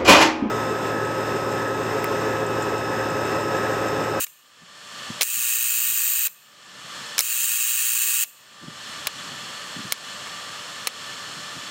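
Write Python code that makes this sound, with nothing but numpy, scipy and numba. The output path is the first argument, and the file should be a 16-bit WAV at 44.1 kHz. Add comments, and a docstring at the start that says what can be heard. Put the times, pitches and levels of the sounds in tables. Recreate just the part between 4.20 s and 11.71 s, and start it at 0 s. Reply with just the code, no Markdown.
"""A short, harsh buzz and a crack come first: a spark-gap coil is running outdoors at night.
In each half-wave of the mains its gap fires a quick volley of sparks, which blur into a buzzing hiss.
Two longer bursts start and stop with cracks; later the coil only snaps singly. A blower hisses and
whines throughout, and wind nudges the microphone. The camera's gain control turns all this down
under each burst and slowly lets it back."""
import sys
import numpy as np
from scipy import signal
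from scipy.fft import rfft, irfft
from scipy.io import wavfile
from scipy.ndimage import uniform_filter1d, minimum_filter1d
from numba import njit

SR = 44100
rng = np.random.default_rng(int(sys.argv[2]) if len(sys.argv) > 2 else 0)


def transcribe(signal):
    """Save signal, clipped to [-1, 1], as a 16-bit WAV file at the path in sys.argv[1]."""
    frames = np.atleast_2d(signal).T
    limited = np.clip(frames, -1, 1)
    pcm = np.round(limited * 32767).astype(np.int16)
    wavfile.write(sys.argv[1], SR, pcm)


N = 331014
TAPS = 4096  # filter length in samples
T = np.arange(N) / SR
HZ = np.maximum(np.arange(TAPS // 2 + 1) * SR / TAPS, 1)
MAINS_HZ = 60

# when the coil runs: on t/s, off t/s, starting level/dB, thin metal's relative level/dB
BURSTS = [(-.02, .045, 3.5, 3), (1.03, 2.07, -12, 7), (3.001, 4.036, -12.5, -11)]
# pitches at which the gap and its housing ring: f/Hz, width/Hz, level/dB
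HOUSING_RINGS = [(670, 70, -16), (1180, 220, -14), (1440, 140, -12), (1620, 130, -13), (1830, 170, -9),
                 (2100, 120, -17), (2300, 150, -16), (2570, 210, -4), (2850, 300, -6), (3230, 190, -10),
                 (3850, 240, -10), (4300, 220, -12), (4600, 300, -13), (5030, 200, -14), (5660, 220, -12),
                 (6200, 380, -11), (6560, 260, -3), (7090, 190, -1), (7380, 230, 0), (7890, 150, -5),
                 (8360, 290, 0), (8850, 380, -4), (9220, 250, -8), (10100, 700, -14), (10720, 330, -9),
                 (11200, 480, -11), (13080, 680, -6), (14040, 300, -3), (14650, 420, -6), (15450, 900, -2)]
# single heavy sparks: t/s, level/dB, crack length/s, boosted f/Hz
HEAVY_SPARKS = [(0.0675, -8.5, 0.0006, 2400), (1.0098, -11, 0.0042, 2470), (1.0188, -4, 0.0008, 7240),
                (1.0241, -3.5, 0.00048, 7940), (1.0312, 3, 0.00045, 7550), (2.079, -11.5, 0.0015, 2400),
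                (2.9809, -13, 0.0014, 7000), (2.991, -2, 0.0011, 7300), (3, -8, 0.00052, 4000),
                (3.0062, 1, 0.00063, 7500), (4.044, -10, 0.0011, 2600), (4.8704, -12, 0.0014, 3480),
                (5.7225, -9, 0.00074, 10100), (6.0705, -32.5, 0.0012, 2300), (6.6715, -10.5, 0.0015, 2340)]
# tone colour of a heavy spark: f/Hz, level/dB
SNAP_COLOUR = [(25, -65), (100, -52), (500, -4.5), (1200, -2), (1800, -7), (2400, -7), (3300, -5.5),
               (4100, -5.5), (4700, -9), (5400, -4), (8200, -11), (9900, -5.5), (11200, -10), (12600, -11),
               (16000, -7.5)]
# a dip and peaks that make heavy sparks ring hollowly: f/Hz, width/Hz, lift/dB
HOLLOW_RINGS = [(850, 450, -10), (2280, 320, 7), (4120, 360, 3.5), (5250, 360, 3.5)]
# tone colour of the blower's rushing air: f/Hz, level/dB
RUSH_COLOUR = [(30, -56), (70, -15), (150, -5), (340, -11.5), (900, -5), (1250, 0.5), (2100, -4.5),
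               (3200, -2), (5000, -9.5), (7400, -4), (8700, -11.5), (9800, -18.5), (12000, -19),
               (16000, -33)]
# pitches that the blower's duct boosts: f/Hz, width/Hz, lift/dB
DUCT_RINGS = [(506, 390, 6), (1160, 330, 4), (1787, 290, 6), (3016, 720, 5), (3425, 130, 5.5),
              (4360, 460, 9.5), (5300, 440, 7.5), (8800, 300, 3)]
# tones of the blower's whine: multiple of the blade rate, level/dB
BLADE_TONES = [(1, -58.5), (2, -49.5), (3, -50), (5, -55.5), (7, -57.5)]
# the strongest puffs of wind on the microphone: t/s, relative level/dB, length/s
WIND_PUFFS = [(.425, -37, 0.02), (0.906, -31.5, 0.012), (1.181, -40, .029), (1.701, -34, 0.069),
              (4.439, -31.5, 0.021), (4.485, -27, 0.017), (5.127, -45, 0.022), (5.567, -34.5, 0.0089),
              (5.595, -36, 0.014), (5.655, -37.5, 0.02), (7.18, -41, .03), (7.369, -42, .025)]
# tone colour of the wind: f/Hz, level/dB
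WIND_COLOUR = [(30, -34), (70, -15), (120, -1.5), (180, 2), (300, -3), (480, -21.5), (1000, -27),
               (4000, -73)]


def buzz(metal_hz=13690, broad_db=-24, bass_cut_hz=1000, leak_db=-14, linger_db=-24, panel_db=-41.5):
    """Sparks ring the housing, which gives off little bass; thin metal sings and a panel hums."""
    power_db, metal_gain = coil_growth()
    clicks = spark_volleys() * undb(power_db)
    clicks = scatter(clicks, lags_s=[.00017, .00029, .00043], share=0.63)
    ring_power = sum((undb(db) * bell(hz, width)) ** 2 for hz, width, db in HOUSING_RINGS)
    rings = np.sqrt(ring_power + undb(broad_db) ** 2)
    bass_cut = 1 / np.sqrt(1 + (bass_cut_hz / HZ) ** 20)
    leak = undb(leak_db) * HZ / (HZ + bass_cut_hz / 2)
    housing = colour(clicks, rings * (bass_cut + leak))
    metal_peak = bell(metal_hz, width_hz=300)
    metal = colour(clicks * metal_gain, metal_peak)
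    metal *= np.sqrt(np.sum(metal_peak ** 2) / np.sum(rings ** 2))  # on the housing's scale
    linger = convolve(colour(clicks, bell(metal_hz, width_hz=2000)), tail(t60=0.43))
    panel = colour(clicks, bell(hz=661, width_hz=64))
    return housing + metal + undb(panel_db) * panel + undb(linger_db) * linger


def spark_volleys(count=14, recharge_s=0.00045, skew_s=.00025, jitter_s=.00005,
                  spark_db=2, volley_db=0.3, sag_db=3.0):
    """In each half-wave of the mains the capacitor charges and sparks many times, then rests."""
    half_wave = np.arange(-2, int(2 * MAINS_HZ * N / SR))
    start = .0066 + half_wave / (2 * MAINS_HZ)
    start -= skew_s * (-1.) ** half_wave  # every other half-wave strikes earlier
    switched_on = sum((start > on) & (start < off) for on, off, _, _ in BURSTS) > 0
    start = start[switched_on, None]
    wait, size = rng.standard_normal((2, len(start), count))
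    late, strength = rng.standard_normal((2, len(start), 1))
    gaps = np.exp(0.46 * wait)  # uneven waits between sparks
    gaps = recharge_s * gaps / gaps.mean(axis=1, keepdims=True)  # the mains sets a volley's length
    when = start + jitter_s * late + np.cumsum(gaps, axis=1) - gaps
    size = unit(undb(spark_db * size + volley_db * strength - sag_db * np.linspace(0, 1, count)))
    clicks = np.bincount((when[when > 0] * SR).astype(int), size[when > 0], N)
    return clicks * np.sqrt(SR / (2 * MAINS_HZ * count))


def coil_growth(growth_db_per_s=12, metal_swell_s=0.52):
    """From each switch-on the sparks grow stronger, and the thin metal takes a moment to sing up."""
    power_db, metal_gain = np.zeros((2, N))
    for on, _, start_db, metal_db in BURSTS:
        live = T > on - 1 / MAINS_HZ
        since = np.maximum(T[live] - on, 0)
        power_db[live] = start_db + growth_db_per_s * since
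        metal_gain[live] = undb(metal_db) * (1 - np.exp(-since / metal_swell_s))
    return power_db, metal_gain


def snaps(typical_db=-11, typical_s=0.0015, pivot_hz=4000, boost_db=6, rattle_db=-16):
    """A long spark's sound arrives spread out: a shock front, an even crack, then a duller rattle."""
    out, t = np.zeros(N + TAPS), T[:TAPS]
    hollow_db = sum(db * bell(hz, width) for hz, width, db in HOLLOW_RINGS)
    for s, db, length, hz in HEAVY_SPARKS:
        tilt_db_per_octave = np.clip(0.26 * (db - typical_db), -6.5, 6.5)  # stronger is brighter
        front_db = 6.5 + 6.5 * np.log2(typical_s / length)  # shorter hits harder
        tilt_db = tilt_db_per_octave * np.log2(HZ / pivot_hz)
        tone = slope(SNAP_COLOUR) * undb(hollow_db + tilt_db + boost_db * bell(hz, width_hz=1000))
        dull_tone = tone / np.sqrt(1 + (HZ / pivot_hz) ** 2)
        crack = rng.choice([-1, 1], TAPS) * fade(np.maximum(t - length, 0), t60=0.021)
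        crack[0] = undb(front_db)
        rattle = rng.standard_normal(TAPS) * fade(np.abs(t - length), t60=0.049)
        i = int(s * SR)
        out[i:i + TAPS] += undb(db) * (colour(crack, tone) + undb(rattle_db) * colour(rattle, dull_tone))
    return out[:N]


def yard_echo(x, wall_s=.058, wall_db=-28, bass_cut_hz=5000, far_db=-24.5, air_hz=8500):
    """One wall throws back the treble of the sparks; distant things add a faint, duller tail."""
    far = colour(convolve(x, tail(t60=0.61)), 1 / np.sqrt(1 + (HZ / air_hz) ** 4))
    wall = colour(delay(x, wall_s), HZ / (HZ + bass_cut_hz))
    return undb(wall_db) * wall + undb(far_db) * far


def blower(rush_db=-36.0, blade_hz=588.4, waver=0.00301, flutter_db=2.5):
    """Air rushes steadily through a duct while the blades whine, wavering a little."""
    duct = undb(sum(db * bell(hz, width) for hz, width, db in DUCT_RINGS))
    rush = colour(rng.standard_normal(N), slope(RUSH_COLOUR) * duct) * undb(rush_db)
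    pitch_hz = blade_hz * (1 + waver * wander(45) + waver / 2 * wander(2))
    phase = 2 * np.pi * np.cumsum(pitch_hz) / SR
    whine = sum(undb(db + flutter_db * wander(25)) * np.sin(k * phase) for k, db in BLADE_TONES)
    return rush + np.sqrt(2) * whine


def wind(breeze_db=-56, gust_db=1.5, eddy_db=2.5, swirl_db=-3, thump_db=-2, thump_s=0.00836):
    """A light breeze rumbles on the microphone; each puff gives it one push amid a short swirl."""
    noise = rng.standard_normal(N)
    swirl = sum(undb(db + swirl_db) * hump(s, length / 2) for s, db, length in WIND_PUFFS)
    swell_db = 8 * hump(peak_s=4.8, spread_s=0.29)  # the breeze picks up once
    breeze = undb(breeze_db + swell_db + gust_db * wander(4.1) + eddy_db * wander(30))
    pressure = noise * (swirl + breeze)
    for s, db, _ in WIND_PUFFS:
        pressure[int((s - thump_s / 2) * SR)] += undb(db + thump_db) * np.sqrt(thump_s * SR)
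    return colour(pressure, slope(WIND_COLOUR))


def gain_control(x, threshold_db=-22, firmness=0.85, start_cut_db=27.5,
                 attack_s=0.0061, hold_s=0.046, release_db_per_s=35):
    """The camera turns itself down on loud, bright sound, waits a moment and recovers slowly."""
    bright = signal.lfilter([1, -0.66], [1], x)
    power = uniform_filter1d(bright ** 2, size=44)  # averaged over about 1 ms
    level_db = 10 * np.log10(np.maximum(power, 1e-12))
    excess_db = firmness * np.maximum(level_db - threshold_db, 0)
    cut_db = follow(excess_db, start_cut_db, 1 / (attack_s * SR), release_db_per_s / SR)
    reach = int(hold_s * SR / 2)
    held_gain_db = minimum_filter1d(-cut_db, 2 * reach + 1, origin=reach, mode="nearest")
    return x * undb(held_gain_db)


@njit
def follow(excess, start, attack, release):
    """How many dB to turn down: rises quickly towards the excess, then shrinks at a steady rate."""
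    cut, now = np.empty(len(excess)), start
    for i in range(len(excess)):
        if excess[i] > now:
            now += attack * (excess[i] - now)
        else:
            now = max(now - release, excess[i])
        cut[i] = now
    return cut


def scatter(x, lags_s, share):
    """Nearby surfaces smear each click in time without changing its tone colour."""
    lag = np.exp(-2j * np.pi * HZ * np.array(lags_s)[:, None])
    all_passes = (lag - share) / (1 - share * lag)
    return convolve(x, irfft(np.prod(all_passes, axis=0)))


def colour(x, gain):
    """Filter a sound by a gain for each frequency; white noise keeps its power."""
    cepstrum = irfft(np.log(unit(gain) + 1e-6))
    cepstrum[1:TAPS // 2] *= 2  # folded so that ringing comes after a click, never before
    cepstrum[TAPS // 2 + 1:] = 0
    return convolve(x, irfft(np.exp(rfft(cepstrum))))


def convolve(x, response):
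    """Give every sample of a sound the same ring or echo."""
    return signal.oaconvolve(x, response)[:len(x)]


def slope(points):
    """Gain at every frequency, from points of f/Hz, level/dB."""
    hz, db = np.transpose(points)
    return undb(np.interp(np.log(HZ), np.log(hz), db))


def bell(hz, width_hz):
    """A peak of height 1 around one ringing pitch."""
    return 1 / (1 + (2 * (HZ - hz) / width_hz) ** 2)


def hump(peak_s, spread_s):
    """A smooth rise to 1 and back in time."""
    return np.exp(-((T - peak_s) / spread_s) ** 2 / 2)


def fade(t, t60):
    """A fall of 60 dB every t60 seconds."""
    return np.exp(-np.log(1000) * t / t60)


def tail(t60):
    """A second of dying noise with a total energy of 1."""
    return unit(rng.standard_normal(SR) * fade(T[:SR], t60)) / np.sqrt(SR)


def delay(x, lag_s):
    """The same sound, later."""
    return np.interp(np.arange(N) - round(lag_s * SR), np.arange(N), x, left=0)


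def wander(rate_hz):
    """A smooth random drift with a spread near 1."""
    step = int(SR / rate_hz)
    stairs = np.repeat(rng.standard_normal(N // step + 1), step)[:N]
    return unit(uniform_filter1d(stairs, step))


def undb(db):
    """Decibels to gain."""
    return 10 ** (np.asarray(db) / 20)


def unit(x):
    """Scale to an average power of 1."""
    return x / np.sqrt(np.mean(x ** 2))


def scene(snap_echo_db=-9):
    """Coil, yard, blower and wind at one microphone; the snaps echo less than the buzz."""
    gap, sparks = buzz(), snaps()
    echo = yard_echo(gap + undb(snap_echo_db) * sparks)
    return (gap + sparks + echo + blower() + wind())[None]


def record(dry, top_hz=15800):
    """The camera controls its gain, flattens peaks at full scale and cuts the highest treble."""
    sound = np.clip(gain_control(dry[0]), -1, 1)
    top_cut = signal.ellip(10, .1, 80, top_hz, fs=SR, output="sos")
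    return signal.sosfilt(top_cut, sound)[None]


dry = scene()
out = record(dry)
transcribe(out)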